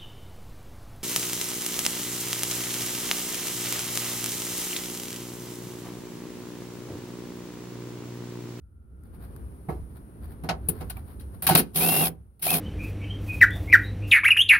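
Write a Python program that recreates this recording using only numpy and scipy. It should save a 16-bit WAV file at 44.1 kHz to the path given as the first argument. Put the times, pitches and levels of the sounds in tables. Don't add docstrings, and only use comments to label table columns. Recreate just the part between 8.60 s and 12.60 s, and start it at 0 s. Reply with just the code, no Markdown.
import sys
import numpy as np
from scipy import signal
from scipy.fft import rfft, irfft, next_fast_len
from scipy.io import wavfile
from scipy.ndimage import map_coordinates

SR = 44100
rng = np.random.default_rng(int(sys.argv[2]) if len(sys.argv) > 2 else 0)


def dump_mix(stems):
    frames = np.atleast_2d(stems).T
    limited = np.clip(frames, -1, 1)
    pcm = np.round(limited * 32767).astype(np.int16)
    wavfile.write(sys.argv[1], SR, pcm)


N = 176400

# (time [s], level [dB])
RUMBLE_LEVEL = [(0, -52.5), (.3, -49), (.5, -45), (.7, -42), (.85, -39.5), (1.0, -45.5), (1.14, -42.5),
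                (1.22, -31.5), (1.3, -46), (1.37, -39.5), (1.51, -52), (1.68, -37), (1.79, -46),
                (1.86, -40.5), (2.3, -38.5), (2.52, -44), (2.63, -38.5), (2.95, -48), (3.25, -55),
                (3.6, -47.5), (3.76, -57), (4, -45.5)]
WASH_LEVEL = [(0, -64), (.25, -58.5), (.45, -53), (.6, -46.5), (.8, -45.5), (1.0, -48.5), (1.5, -48),
              (2.0, -44), (2.25, -45), (2.5, -48), (2.8, -46.5), (3.1, -50), (3.55, -54.5), (3.72, -63.5),
              (4, -63)]
FIZZ_LEVEL = [(0, -83.5), (.28, -82.5), (.5, -71), (.8, -64.5), (1.3, -65.5), (2.0, -68), (2.2, -66),
              (2.7, -63.5), (3.1, -65), (3.55, -74.5), (3.7, -78), (4, -72)]
FAR_WHIR_LEVEL = [(0, -82.5), (.5, -72), (1.0, -91)]
# (frequency [Hz], relative level [dB])
RUMBLE_SPECTRUM = [(15, -23), (28, -17), (42, -12), (62, 4.5), (80, -0.5), (110, -10.5), (200, -50),
                   (400, -69.5)]
WASH_SPECTRUM = [(50, -14.5), (110, 1.5), (200, -0.5), (400, -9), (700, -20), (1400, -24.5), (2200, -35.5),
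                 (4000, -45.5), (7500, -58), (12000, -54.5)]
FIZZ_SPECTRUM = [(2000, -20.5), (4200, -16.5), (6200, -18.5), (7600, -26.5), (9000, -1.5), (10500, -0.5),
                 (12000, -6.5), (16000, -10)]
FAR_WHIR_SPECTRUM = [(900, -36), (1220, -11), (1380, 0.5), (1520, -14), (1900, -41.5)]
# (time [s], gain [dB])
WASH_TREBLE = [(.3, -5), (.55, 0)]
# (frequency [Hz], correlation [0..1])
WASH_LIKENESS = [(100, 0.96), (500, 0.87), (1500, 0.31), (4000, .15), (12000, .05)]
LIKENESS = [(60, 0.89), (150, 1), (450, 0.98), (950, 0), (1900, 0), (15000, 0)]

# (time [s], level [dB])
CLICKS = [(0.436, -53), (0.763, -41)]
# (middle [s], half length [s], level [dB])
BRUSHES = [(0.462, 0.019, -64.5), (0.554, 0.018, -58.5), (0.637, 0.032, -53), (0.76, 0.067, -63.5),
           (1.311, 0.016, -64), (1.371, 0.018, -55), (1.647, 0.026, -54.5), (1.717, 0.031, -55),
           (2.19, 0.12, -53), (2.378, 0.034, -53), (2.502, 0.049, -55.5), (2.75, 0.022, -56.5)]
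# (time [s], thump [dB], clack [dB], crack [dB], tick [dB], tick left-right [dB],
# decay stretch [factor], pitch of the struck spot [Hz], its ring [dB])
KNOCKS = [(1.086, -23, -32.5, -61, -54, 9, 0.78, 759, -39),
          (1.095, -30.5, -43, -59.5, -54, 4, 2.6, 1060, -49),
          (1.836, -30.5, -40, -54, -49, 5, 1.47, 649, -43),
          (1.889, -26.5, -27, -27, -39.5, 10, 0.46, 1115, -33.5),
          (1.899, -29.5, -26.5, -37, -45, 6, 0.97, 662, -27.5),
          (2.086, -26, -43, -41, -18.5, 9, 0.66, 430, -33.5),
          (2.208, -33.5, -39.5, -49.5, -48.5, 8, 0.88, 497, -39),
          (2.298, -56, -45, -42.5, -33.5, 6, 0.74, 810, -50),
          (2.368, -59, -47, -67, -49, -3.5, 0.26, 2345, -38),
          (2.597, -49, -63, -57, -49.5, 7, 1.5, 3880, -45),
          (2.822, -50, -45, -42.5, -29, 0, 1.6, 970, -50.5),
          (2.839, -43.5, -47, -45.5, -37, 5, 3, 644, -45.5),
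          (2.867, -30.5, -36, -23.5, -17, 2, 0.98, 940, -38.5),
          (2.889, -28, -22, -28, -18, 2, 0.92, 786, -14), (2.906, -16.5, -35, -29, -28, 1, 2.4, 749, -18.5),
          (2.9503, -13.5, -21, -16.5, -11.5, 5.5, .36, 693, -21),
          (2.967, -45, -42, -31, -17.5, 1, .9, 767, -50), (2.976, -41, -43, -27.5, -17, 3.5, 1, 765, -37.5),
          (2.991, -33.5, -36, -32.5, -20, 2.5, .7, 355.6, -30.5),
          (3.794, -68, -68, -65.5, -52.5, -2, 1, 764, -69),
          (3.824, -48, -51.5, -45, -29, 1.5, 0.61, 775, -53)]
# (frequency [Hz], gain [dB], t60 [s])
THUMP_MODES = [(160.5, 4.5, 0.14), (270.2, -6, 0.15), (353.8, -6.5, 0.16), (446, -9.5, .11)]
# (multiple of its pitch [factor], gain [dB])
SPOT_MODES = [(1, 0), (1.15, -6)]
# (gain [dB], attack [s], hold [s], t60 [s])
CLICK = (1.9, 0.00014, 0.00079, 0.0088)
THUMP, CLACK = (-5, 0.04, 0.0226, 0.21), (0, 0.002, 0.012, 0.125)
CRACK, TICK = (0, 0.0005, 0.009, 0.11), (1.6, 0.0004, 0.004, 0.083)
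# (frequency [Hz], relative level [dB])
CLICK_SPECTRUM = [(300, -15), (1000, 16), (3000, -10), (6000, -2.5), (7600, -3), (10000, 9), (16000, 6.5)]
BRUSH_SPECTRUM = [(200, -12.5), (700, 14), (1500, 7.5), (2800, -5.5), (4500, -4.5), (7000, -26),
                  (9500, 0.5), (14500, 1.5), (16000, -6)]
LOW_BAND = [(40, -26), (100, -6), (160, -2.5), (300, -1), (480, -3), (650, -15.5), (1000, -49.5)]
MID_BAND = [(250, -39), (450, 3), (700, 7), (1000, 3), (1400, -3), (2200, -6.5), (3200, -35), (6000, -62.5)]
UPPER_BAND = [(700, -20), (1500, 0.5), (2500, -2.5), (4500, -1.5), (5800, -11), (7600, -18), (9500, -24.5),
              (14000, -50)]
TREBLE_BAND = [(4000, -49), (7000, -45.5), (8000, -17), (8700, -5), (10300, 4.5), (12500, -0.5), (14500, 4),
               (16000, -6)]
RUSH_SPECTRUM = [(400, -25.5), (1100, -5), (1900, 0), (3500, 0), (4800, -0.5), (6000, -5), (7600, -8),
                 (10000, -28)]
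# (frequency [Hz], width [Hz], boost [dB])
HOUSING_PEAKS = [(173, 57, 9), (262.6, 11, 8), (390.3, 24, 7.5), (616, 39, 0.5), (652.5, 49, 6.5),
                 (750, 39, 12.5), (907, 69, 7.5), (1128.4, 36, 8), (1307, 30, 7.5), (1484, 30, 6.5),
                 (2650, 250, 3.5), (3390, 47, 2), (3940, 120, 0.5)]

# (time [s], drone [dB], buzz [dB], air [dB])
PUMP_RUNS = [
    [(3.135, -63, -68, -60), (3.161, -35, -45.5, -27), (3.186, -31.5, -32, -26), (3.228, -28, -30, -26),
     (3.355, -31.5, -30, -25.5), (3.393, -29, -30.5, -25), (3.435, -26.5, -24.5, -27.5),
     (3.458, -34, -37, -25.5), (3.487, -33, -38.5, -36), (3.515, -44.5, -56, -80), (3.56, -50.5, -86, -89)],
    [(3.812, -60, -62, -70), (3.824, -53.5, -64.5, -34), (3.85, -43, -48, -29.5),
     (3.868, -37.5, -30, -27.5), (3.896, -41, -34, -28.5), (3.908, -35, -35.5, -23.5),
     (3.922, -31.5, -27.5, -30), (3.938, -29.5, -31.5, -24), (3.972, -29.5, -33.5, -28.5),
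     (4.0, -45, -38.5, -44)],
]
# (time [s], pitch [Hz])
HOWL_PITCH = [(3.19, 755), (3.26, 715), (3.3, 757), (3.355, 710), (3.393, 757), (3.88, 757), (3.93, 700)]
# (start [s], start of the sag [s], spin-up time [s], level [dB])
WHINES = [(3.202, 3.425, 0.04, -34.5), (3.878, 3.912, 0.0233, -32.5)]

# (frequency [Hz], t60 [s])
BAY_DECAY = [(150, 0.35), (1000, 0.22), (5000, 0.11), (12000, 0.12)]
# (frequency [Hz], left-right [dB])
PORT_BALANCE = [(60, 0.5), (160, -4), (270, 1), (450, -5), (570, -3), (680, 0), (900, -5), (1250, 0),
                (1800, 3), (2600, 1), (4000, 3), (7000, -1), (8800, 8.5), (10300, 10.5), (12500, -3.5),
                (14500, -8.5), (16000, -12.5)]


def amp(db):
    return 10 ** (np.asarray(db) / 20)


def unit(x):
    return x / np.sqrt(np.mean(x ** 2) + 1e-20)


def clock():
    return np.arange(N) / SR


def along(points, hz):
    f, v = np.transpose(points)
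    return np.interp(np.log(hz + 1), np.log(f + 1), v)


def levels(rows, outside_db=None):
    times, *columns = np.transpose(rows)
    return np.array([amp(np.interp(clock(), times, db, outside_db, outside_db)) for db in columns])


def wobble(rate):
    return map_coordinates(rng.standard_normal(int(N * rate / SR) + 4), [clock() * rate])


def tone(hz):
    return np.sqrt(2) * np.sin(2 * np.pi * np.cumsum(hz) / SR)


def pan(db):
    ratio = amp(np.atleast_1d(db))
    return np.array([ratio, np.ones_like(ratio)]) * np.sqrt(2 / (1 + ratio ** 2))


def filtered(x, response):
    size = next_fast_len(N + SR // 2)
    return irfft(rfft(x, size) * response(np.fft.rfftfreq(size, 1 / SR)), size)[..., :N]


def lead(x, seconds):
    return filtered(x, lambda hz: np.exp(1j * np.pi * hz * seconds * np.array([[1], [-1]])))


def noise(spectrum, likeness=LIKENESS):
    def response(hz):
        spread = np.arccos(np.clip(along(likeness, hz), -1, 1)) / 2
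        return amp(along(spectrum, hz)) * [np.cos(spread), np.sin(spread)]
    mid, side = filtered(rng.standard_normal((2, N)), response)
    return unit(np.array([mid + side, mid - side]))


def outdoors(muffle_hz=450):
    wash = lead(noise(WASH_SPECTRUM, WASH_LIKENESS), seconds=0.00036)
    dull = filtered(wash, lambda hz: 1 / (1 + (hz / muffle_hz) ** 4))
    wash = dull + levels(WASH_TREBLE) * (wash - dull)
    fizz = amp(0.5) * levels(FIZZ_LEVEL) * noise(FIZZ_SPECTRUM) * pan(db=5.5)
    rumble = amp(1) * levels(RUMBLE_LEVEL) * noise(RUMBLE_SPECTRUM)
    whir = levels(FAR_WHIR_LEVEL) * noise(FAR_WHIR_SPECTRUM)
    return rumble + levels(WASH_LEVEL) * wash + fizz + whir


def burst(start, gain_db, attack, hold, t60, stretch=1):
    out, first = np.zeros(N), int(start * SR) + 1
    t = np.arange(first, min(first + SR // 3, N)) / SR - start
    fall_db = 60 * np.maximum(t - hold, 0) / (t60 * stretch)
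    out[first:first + len(t)] = (1 - np.exp(-t / attack)) * amp(gain_db - fall_db)
    return out


def clicks():
    touches = sum(amp(db) * burst(start, *CLICK) for start, db in CLICKS)
    return touches * noise(CLICK_SPECTRUM) * pan(db=23.0)


def brushes():
    strokes = sum(amp(db) * np.exp(-((clock() - middle) / half) ** 2) for middle, half, db in BRUSHES)
    grain = amp(2.1 * wobble(330))
    return strokes * grain * noise(BRUSH_SPECTRUM) * pan(db=3.0)


def mode(t, hz, db, attack, t60):
    return amp(db - 60 * t / t60) * (1 - np.exp(-t / attack)) * np.sin(2 * np.pi * hz * t)


def housing_noise(spectrum, ripple_db=3.7, ripple_hz=65):
    knots = rng.standard_normal(SR // ripple_hz)

    def response(hz):
        peaks = sum((amp(db) - 1) / (1 + (2 * (hz - f) / width) ** 2) for f, width, db in HOUSING_PEAKS)
        depth_db = ripple_db * np.clip(hz / 1000 - .5, 0, 1)
        return (1 + peaks) * amp(depth_db * map_coordinates(knots, [hz / ripple_hz]))
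    return unit(filtered(noise(spectrum), response))


def knocks(spot_cycles=85):
    power, ring = np.zeros((4, 2, N)), np.zeros(N)
    for start, thump, clack, crack, tick, side, stretch, spot_hz, spot_db in KNOCKS:
        power[0] += (amp(thump) * burst(start, *THUMP)) ** 2
        power[1] += (amp(clack) * burst(start, *CLACK, stretch)) ** 2
        power[2] += (amp(crack) * burst(start, *CRACK, stretch)) ** 2
        power[3] += (amp(tick) * pan(side) * burst(start, *TICK, stretch)) ** 2
        first = round(start * SR)
        t = clock()[first:first + SR // 2] - start
        low = sum(mode(t, hz, thump + db, attack=0.0024, t60=t60 * np.clip(stretch, .6, 1))
                  for hz, db, t60 in THUMP_MODES)
        spot = sum(mode(t, spot_hz * ratio, spot_db + db, attack=0.0014,
                        t60=spot_cycles / (spot_hz * ratio)) for ratio, db in SPOT_MODES)
        ring[first:first + len(t)] += low + spot
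    rattle = unit(amp(1.33 * wobble(600)))
    bands = [housing_noise(band) for band in (LOW_BAND, MID_BAND, UPPER_BAND)] + [noise(TREBLE_BAND)]
    return lead(ring, seconds=0.00012) + rattle * np.sum(np.sqrt(power) * bands, axis=0)


def pump(drone_hz=161, chatter_hz=83.7, chatter_depth=0.14):
    drone_gain, buzz_gain, air_gain = sum(levels(run, outside_db=-120) for run in PUMP_RUNS)
    chatter = 1 + chatter_depth * tone(chatter_hz * (1 + .1 * wobble(40)))
    chatter *= amp(0.63 * wobble(60))
    hum = tone(drone_hz * (1 + .04 * wobble(70)))
    drone = amp(-2) * hum + amp(-2.5) * housing_noise(LOW_BAND)
    howl_hz = np.interp(clock(), *np.transpose(HOWL_PITCH))
    howl = tone(howl_hz * (1 + 0.02474 * wobble(220)))
    rasp = unit(amp(2.5 * wobble(220)))
    buzz = rasp * (amp(-1.5) * housing_noise(MID_BAND) + amp(-5.5) * howl)
    rush = amp(-7) * rasp * housing_noise(RUSH_SPECTRUM)
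    hiss = amp(3) * housing_noise(TREBLE_BAND)
    housing = lead(drone_gain * drone + chatter * buzz_gain * buzz, seconds=-0.00027)
    return housing + chatter * air_gain * (rush + hiss)


def whine(start_hz=2270, top_hz=2767, sag_hz_per_s=10300, attack_s=0.0081, release_s=0.035):
    out = np.zeros((2, N))
    for start, sag_start, spin_up, db in WHINES:
        running, sagging = np.maximum(clock() - start, 0), np.maximum(clock() - sag_start, 0)
        hz = top_hz - (top_hz - start_hz) * np.exp(-running / spin_up) - sag_hz_per_s * sagging
        gain = amp(db) * np.minimum(running / attack_s, 1) * np.exp(-(sagging / release_s) ** 2)
        flutter = amp(2.2 * np.array([wobble(160), wobble(160)]))
        out += gain * flutter * tone(hz * (1 + 0.012 * wobble(800)))
    return out


def bay_echo(x):
    hz, t, spectra = signal.stft(rng.standard_normal((2, SR // 2)), SR, nperseg=256)
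    decay = amp(-60 * t / along(BAY_DECAY, hz)[:, None])
    tail = signal.istft(spectra * decay, SR, nperseg=256)[1]
    return signal.fftconvolve(x, tail / np.linalg.norm(tail[0]), axes=1)[:, :N]


def scene():
    near = pump() + whine() + knocks() + clicks() + brushes()
    return near + amp(-15) * bay_echo(near) + outdoors()


def record(dry, top_hz=16000, rolloff_hz=500):
    coloured = filtered(dry, lambda hz: pan(along(PORT_BALANCE, hz)))
    clipped = np.clip(coloured, -1, 1)
    return filtered(clipped, lambda hz: np.clip((top_hz - hz) / rolloff_hz + .5, 0, 1) ** 2)


dry = scene()
out = record(dry)
dump_mix(out)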